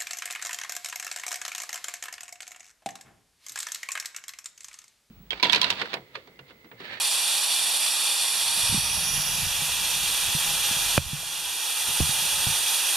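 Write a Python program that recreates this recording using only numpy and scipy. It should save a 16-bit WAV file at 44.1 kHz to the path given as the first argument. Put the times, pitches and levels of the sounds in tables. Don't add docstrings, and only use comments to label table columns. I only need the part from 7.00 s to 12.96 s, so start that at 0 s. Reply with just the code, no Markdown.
import sys
import numpy as np
from scipy import signal
from scipy.fft import rfft, irfft
from scipy.io import wavfile
from scipy.ndimage import uniform_filter1d

SR = 44100
rng = np.random.default_rng(int(sys.argv[2]) if len(sys.argv) > 2 else 0)


def to_linear_factor(level_db):
    exponent = np.asarray(level_db, float) / 20
    return 10 ** exponent


def dump_mix(stems):
    frames = np.atleast_2d(stems).T
    limited = np.clip(frames, -1, 1)
    pcm = np.round(limited * 32767).astype(np.int16)
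    wavfile.write(sys.argv[1], SR, pcm)


N = 262832


def along(rows, at, warp=np.asarray):
    x, *columns = np.transpose(rows)
    return [np.interp(warp(at), warp(x), column) for column in columns]


def drift(rate, count=1):
    hop = 40
    r = np.exp(-2 * np.pi * hop * rate / SR)
    noise = rng.standard_normal((count, N // hop + 2002))
    slow = signal.lfilter([1], [1, -2 * r, r * r], noise)[:, 2000:]
    return np.array([np.interp(np.arange(N) / hop, np.arange(len(s)), s / s.std()) for s in slow])


def bumps(peaks, hz):
    return sum(db / (1 + (2 * (hz - centre) / width) ** 2) for centre, width, db in peaks)


def ring(click, hz, t60):
    r, w = to_linear_factor(-60 / (t60 * SR)), 2 * np.pi * hz / SR
    return signal.lfilter([0, np.sin(w)], [1, -2 * r * np.cos(w), r * r], click + 1e-18)


# time in seconds, jet level in dB, share of the way covered [0-1].
WALK = [
    (0, -23.5, 0.03),
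    (1.45, -24, 0.05),
    (1.7, -22.5, 0.13),
    (1.82, -25, 0.18),
    (2.05, -25, 0.41),
    (2.5, -26, 0.82),
    (3, -24.5, 0.96),
    (3.9, -23.5, 0.91),
    (5, -24, 0.93),
    (5.96, -23, 0.95),
]


def jet():
    flutter_db = .35 * drift(12)[0] + .45 * drift(40)[0]
    sputter = to_linear_factor(flutter_db - uniform_filter1d(flutter_db, size=SR // 5))
    noise = rng.standard_normal((3, N)) * sputter
    hz, s, (common, *own) = signal.stft(noise, SR, nperseg=2048)
    level_db, way = along(WALK, s)
    way = np.clip(way, 0, 1)
    far = np.sin(np.pi / 2 * np.minimum(way / 0.95, 1)) ** 2
    gain = jet_colour(hz, s, way, far, level_db)
    f = hz[:, None]
    balance_db, lead, alike = ports(f)
    alike = 1 - (1 - alike) * np.where(f < 3000, 1 - .98 * far ** 4, .75)
    out = []
    for sign, own_noise in zip((1, -1), own):
        port = to_linear_factor(sign * balance_db / 2) * np.exp(-.5j * sign * lead)
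        mixed = np.sqrt(alike) * common + np.sqrt(1 - alike) * own_noise
        out.append(gain * port * mixed)
    return signal.istft(np.array(out), SR, nperseg=2048)[1][:, :N]


# pitch in Hz, strength in dB per Hz.
NEAR = [(75, -37), (150, -29), (400, -22), (850, -12.5), (1550, -14), (2050, -10.5), (2350, -1),
        (3350, -6.5), (3900, -4.5), (6200, -7), (8800, -7), (11300, -8.5), (12700, -15), (14700, -23)]
FAR = [(30, -23), (150, -34), (400, -20.5), (850, -18), (1300, -13), (2050, -12), (2350, -4), (3300, -3),
       (3900, -6), (5800, -10), (6300, -9), (10500, -6.5), (13000, -20), (15100, -31.5)]
# pitch in Hz, width in Hz, boost in dB.
NEAR_CAVITIES = [(890, 450, 3.5), (2620, 270, -2.5), (3390, 410, 8), (4420, 690, 4.5), (5830, 520, 6.5),
                 (7200, 390, 4), (9400, 110, 0), (9940, 430, 1), (11060, 510, 5)]
FAR_CAVITIES = [(860, 220, 9.5), (2880, 150, -1), (3323, 145, 5), (3720, 31, 2.5), (4130, 58, 8.5),
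                (5860, 230, 7), (7770, 700, -6), (8700, 290, 3.5), (8760, 100, 0.5), (12050, 780, 4),
                (14300, 1700, 11)]
# pitch in Hz, width in Hz, boost in dB.
SWING = [(915, 320, 0.5), (3490, 230, -4), (4130, 490, -5.5), (5600, 790, 3.5), (6600, 930, -2)]
# pitch in Hz, width in Hz, boost in dB.
STILL = [(8900, 120, 6), (10400, 780, 3), (13700, 600, 2), (14800, 100, 10)]


def jet_colour(hz, s, way, far, level_db):
    f, frames = hz[:, None], np.minimum((s * SR).astype(int), N - 1)
    near_gain = to_linear_factor(along(NEAR, hz + 1, np.log)[0] + bumps(NEAR_CAVITIES, hz))
    far_gain = to_linear_factor(along(FAR, hz + 1, np.log)[0] + bumps(FAR_CAVITIES, hz))
    gain = near_gain[:, None] ** (1 - far) * far_gain[:, None] ** far

    fade, midway = 1 - way ** 7.6, np.sin(np.pi * np.sqrt(way))
    hump = 9140 + (11460 - 9140) * way, 1100, 4.5 * fade + 2 * midway
    dip = 6300 + (10200 - 6300) * way, 1500, -4.5 * fade - 3.5 * midway
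    passing = 4.0 * far * (1 - far)
    gain = gain * to_linear_factor(bumps([hump, dip], f) + passing * bumps(SWING, f))

    still_from_s, still_by_s = 4.1, 5.13
    still = np.clip((s - still_from_s) / (still_by_s - still_from_s), 0, 1)
    gain = gain * to_linear_factor(still * bumps(STILL, f))
    place = .6 * way + .25 * still + .15 * s / s[-1]
    gain = gain * to_linear_factor(walls(place, t60=.2, wet_db=-4.5, count=7))

    top_near_hz, top_far_hz = 14750, 15140
    edge_hz = top_near_hz + (top_far_hz - top_near_hz) * np.clip(12 * far - 3, 0, 1)
    edge_hz = edge_hz + 190 * (1 - .75 * far) * drift(9)[0, frames]
    gain = gain / (1 + np.exp((f - edge_hz) / 25))

    gain = gain * to_linear_factor(level_db) / np.sqrt(np.mean(gain ** 2, axis=0))
    patches = drift(11.5, count=16)[:, frames]
    band = np.clip(3 * np.log2(hz / 400 + 1), 0, 15).astype(int)
    return gain * to_linear_factor(0.29 * patches[band])


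def walls(place, t60, wet_db, count):
    lag = np.arange(2048) / SR
    echoes = rng.standard_normal((count, len(lag))) * to_linear_factor(-60 * lag / t60)
    echoes = echoes / np.sqrt(np.sum(echoes ** 2, axis=1, keepdims=True))
    ripple = np.abs(1 + to_linear_factor(wet_db) * rfft(echoes))
    ripple_db = 20 * np.log10(ripple / uniform_filter1d(ripple, size=9))
    spots = np.linspace(0, 1, count)
    return np.array([np.interp(place, spots, row) for row in ripple_db.T])


# pitch in Hz, left over right in dB, right lead in radians, likeness [0-1].
PORTS = [(500, 0, 0, .925), (1700, 0, 0, .986), (4700, 0, 0, .97), (5600, -5, .1, .83),
         (8400, -5, -.8, .82), (11000, -4.5, -1.4, .84), (13500, -.8, -1.2, .66), (14700, 0, 0, .97)]
# pitch in Hz, width in Hz, left over right in dB, lead in radians, likeness lost [0-1].
PORT_CAVITIES = [(3450, 220, 6.5, .1, .06), (3770, 200, -8.5, .9, .22), (5200, 300, -2.5, .55, .22),
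                 (6450, 600, .5, .2, .18), (7750, 400, -1.5, .4, .3), (10150, 900, -.3, .1, .22)]


def ports(hz):
    centre, width, *gaps = np.transpose(PORT_CAVITIES)
    more_db, more_lead, lost = (bumps(zip(centre, width, gap), hz) for gap in gaps)
    balance_db, lead, alike = along(PORTS, hz)
    return balance_db + more_db, lead + more_lead, np.clip(alike - lost, 0, 1)


# pitch in Hz, left level in dB, right level in dB,
# time to fade by 60 dB in seconds, first push (1 out, -1 in), delay in seconds.
KNOCK = [(1500, -4, -4, .003, 1, .0001), (2300, -9, -8, .005, -1, .0004), (560, -5, -6, .006, -1, .0004),
         (138, -17, -9, .09, 1, .0011), (270, -12, -18, .025, 1, .0012), (200, -13, -19, .04, 1, .002),
         (550, -18, -18, .04, -1, .002), (85, -20, -13, .16, -1, .003), (900, -26, -26, .02, 1, .001),
         (2420, -24, -11, .025, 1, .001), (3300, -16, -24, .025, 1, .001)]


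def knock():
    start_s = 3.9779
    out = np.zeros((2, N))
    for hz, left_db, right_db, t60, polarity, delay in KNOCK:
        click = np.zeros(N)
        click[round((start_s + delay) * SR)] = np.sign(polarity)
        out += to_linear_factor([[left_db], [right_db]]) * ring(click, hz, t60)
    return out


# time in seconds, peak in dB, ring pitch in Hz, ring length in cycles.
THUMPS = [(1.575, -37, 190, 14), (1.633, -33, 111, 7.7), (1.696, -24.5, 118, 13), (1.726, -20, 147, 11),
          (1.744, -18, 199, 12), (1.776, -20.5, 150, 9.5), (1.823, -36, 140, 12), (2.145, -33.5, 157, 37),
          (2.177, -32.5, 152, 19), (2.431, -29, 104, 15), (2.462, -28, 80.6, 6.5), (2.589, -34, 100, 16),
          (2.62, -31.5, 158, 16), (3.274, -35, 70, 4.9), (3.349, -21, 154, 11.5), (3.711, -27.5, 189, 7.3),
          (3.766, -31, 148, 8), (4.061, -18.5, 75, 7), (4.131, -14.5, 146, 16), (4.231, -30, 656, 21),
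          (4.881, -41, 93, 8), (4.886, -34, 240, 9), (5.092, -24, 144, 8.4), (5.222, -38, 165, 12),
          (5.34, -37, 110, 6.7), (5.502, -29, 94, 11)]
# time in seconds, peak in dB, sharpness in dB.
TAPS = [
    (5.0025, -12.5, 3.6),
    (5.4658, -15, -15.5),
]
# delay in seconds, level in dB, pitch in Hz, length in cycles,
# share of the tap's sharpness it takes.
TAP = [
    (0, -5.5, 304, 5.7, 1),
    (.003, -1.5, 123, 6.2, 0.1),
    (.003, -13.5, 720, 20, -0.021),
    (0.012, -8, 76, 10, 1),
    (0.019, -12, 151, 23, 0.3),
]


def thumps():
    hits = list(THUMPS)
    for s, db, sharp_db in TAPS:
        for delay, part_db, hz, cycles, share in TAP:
            hits.append((s + delay, db + part_db + share * sharp_db, hz, cycles))
    out = np.zeros((2, N))
    for s, db, hz, cycles in hits:
        at, click, t60 = round(s * SR), np.zeros(SR // 2), cycles / hz
        click[0] = -to_linear_factor(db)
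        push = signal.sosfilt(signal.butter(2, 2.1 * hz, fs=SR, output="sos"), click)
        pan_db = -0.5 + 1.5 * np.log2(hz / 150)
        for port, sign in enumerate((1, -1)):
            body = ring(push, hz * (1 + sign * 0.0077), t60)
            body = body + 0.24 * ring(push, 1.41 * hz, 0.51 * t60)
            out[port, at:at + len(click)] += to_linear_factor(sign * pan_db / 2) * body[:N - at]
    return out


# pitch in Hz, width in Hz, strength in dB.
CASING = [(35, 19, 6.5), (75, 57, 3.5), (157, 70, 2.5), (250, 160, -24)]
# start in seconds, end in seconds, level in dB, rise in dB per second.
MOVES = [
    (1.42, 1.5, -75, 197),
    (1.72, 2.44, -46, 59),
    (2.594, 3.094, -51.5, 42),
    (3.348, 3.92, -52, 18),
    (4.02, 4.034, -38.5, 130),
    (4.87, 5.467, -53.5, 130),
]


def grip():
    hz, pair = np.fft.rfftfreq(N, 1 / SR), 0
    for centre, width, db in CASING:
        lumps = to_linear_factor(2.5 * drift(22)[0] + 1.2 * drift(6)[0])
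        common, own = rng.standard_normal((2, N)) * lumps
        shape = to_linear_factor(db) / (1 + (2 * (hz - centre) / width) ** 2) * (hz > 12)
        sides = [0.8 * common + 0.26 * own, common - 0.12 * own]
        pair = pair + irfft(rfft(sides) * shape, N)
    s = np.arange(N) / SR
    levels = []
    for start, end, db, rise in MOVES:
        swell_db = rise * np.maximum(start - s, 0)
        settle_db = 47 * np.maximum(s - end, 0)
        levels.append(to_linear_factor(db + 5.0 - swell_db - settle_db))
    return np.max(levels, axis=0) * pair / np.std(pair.mean(axis=0))


def scene():
    handling = grip() + thumps()
    leak = signal.butter(1, 70, "high", fs=SR)
    handling[0] = signal.lfilter(*leak, handling[0])
    return jet() + handling + knock()


def roll_off(x):
    return signal.sosfilt(signal.butter(12, 15720, fs=SR, output="sos"), x)


# pitch in Hz, width in Hz.
NOTCHES = [(2200, 320), (3101, 150), (4102, 150), (5103, 150), (6105, 200)]


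def record(dry):
    x = dry
    for hz, width in NOTCHES:
        for shift in (-.07, .07):
            notch = signal.iirnotch(hz + shift * width, hz / (.55 * width), SR)
            x = signal.lfilter(*notch, x)
    limit_db, slope, attack_s, release_db_s = -10, 1.566, 0.0069, 10.5
    peak_db = 20 * np.log10(np.abs(x).max(axis=0) + 1e-9)
    over_db = slope * np.maximum(peak_db - limit_db, 0)
    ramp = release_db_s * np.arange(N) / SR
    held_db = np.maximum.accumulate(over_db + ramp) - ramp
    r = np.exp(-1 / (attack_s * SR))
    duck_db = signal.lfilter([1 - r], [1, -r], np.maximum(held_db, 0))
    return roll_off(x * to_linear_factor(-duck_db))


dry = scene()
out = record(dry)
dump_mix(out)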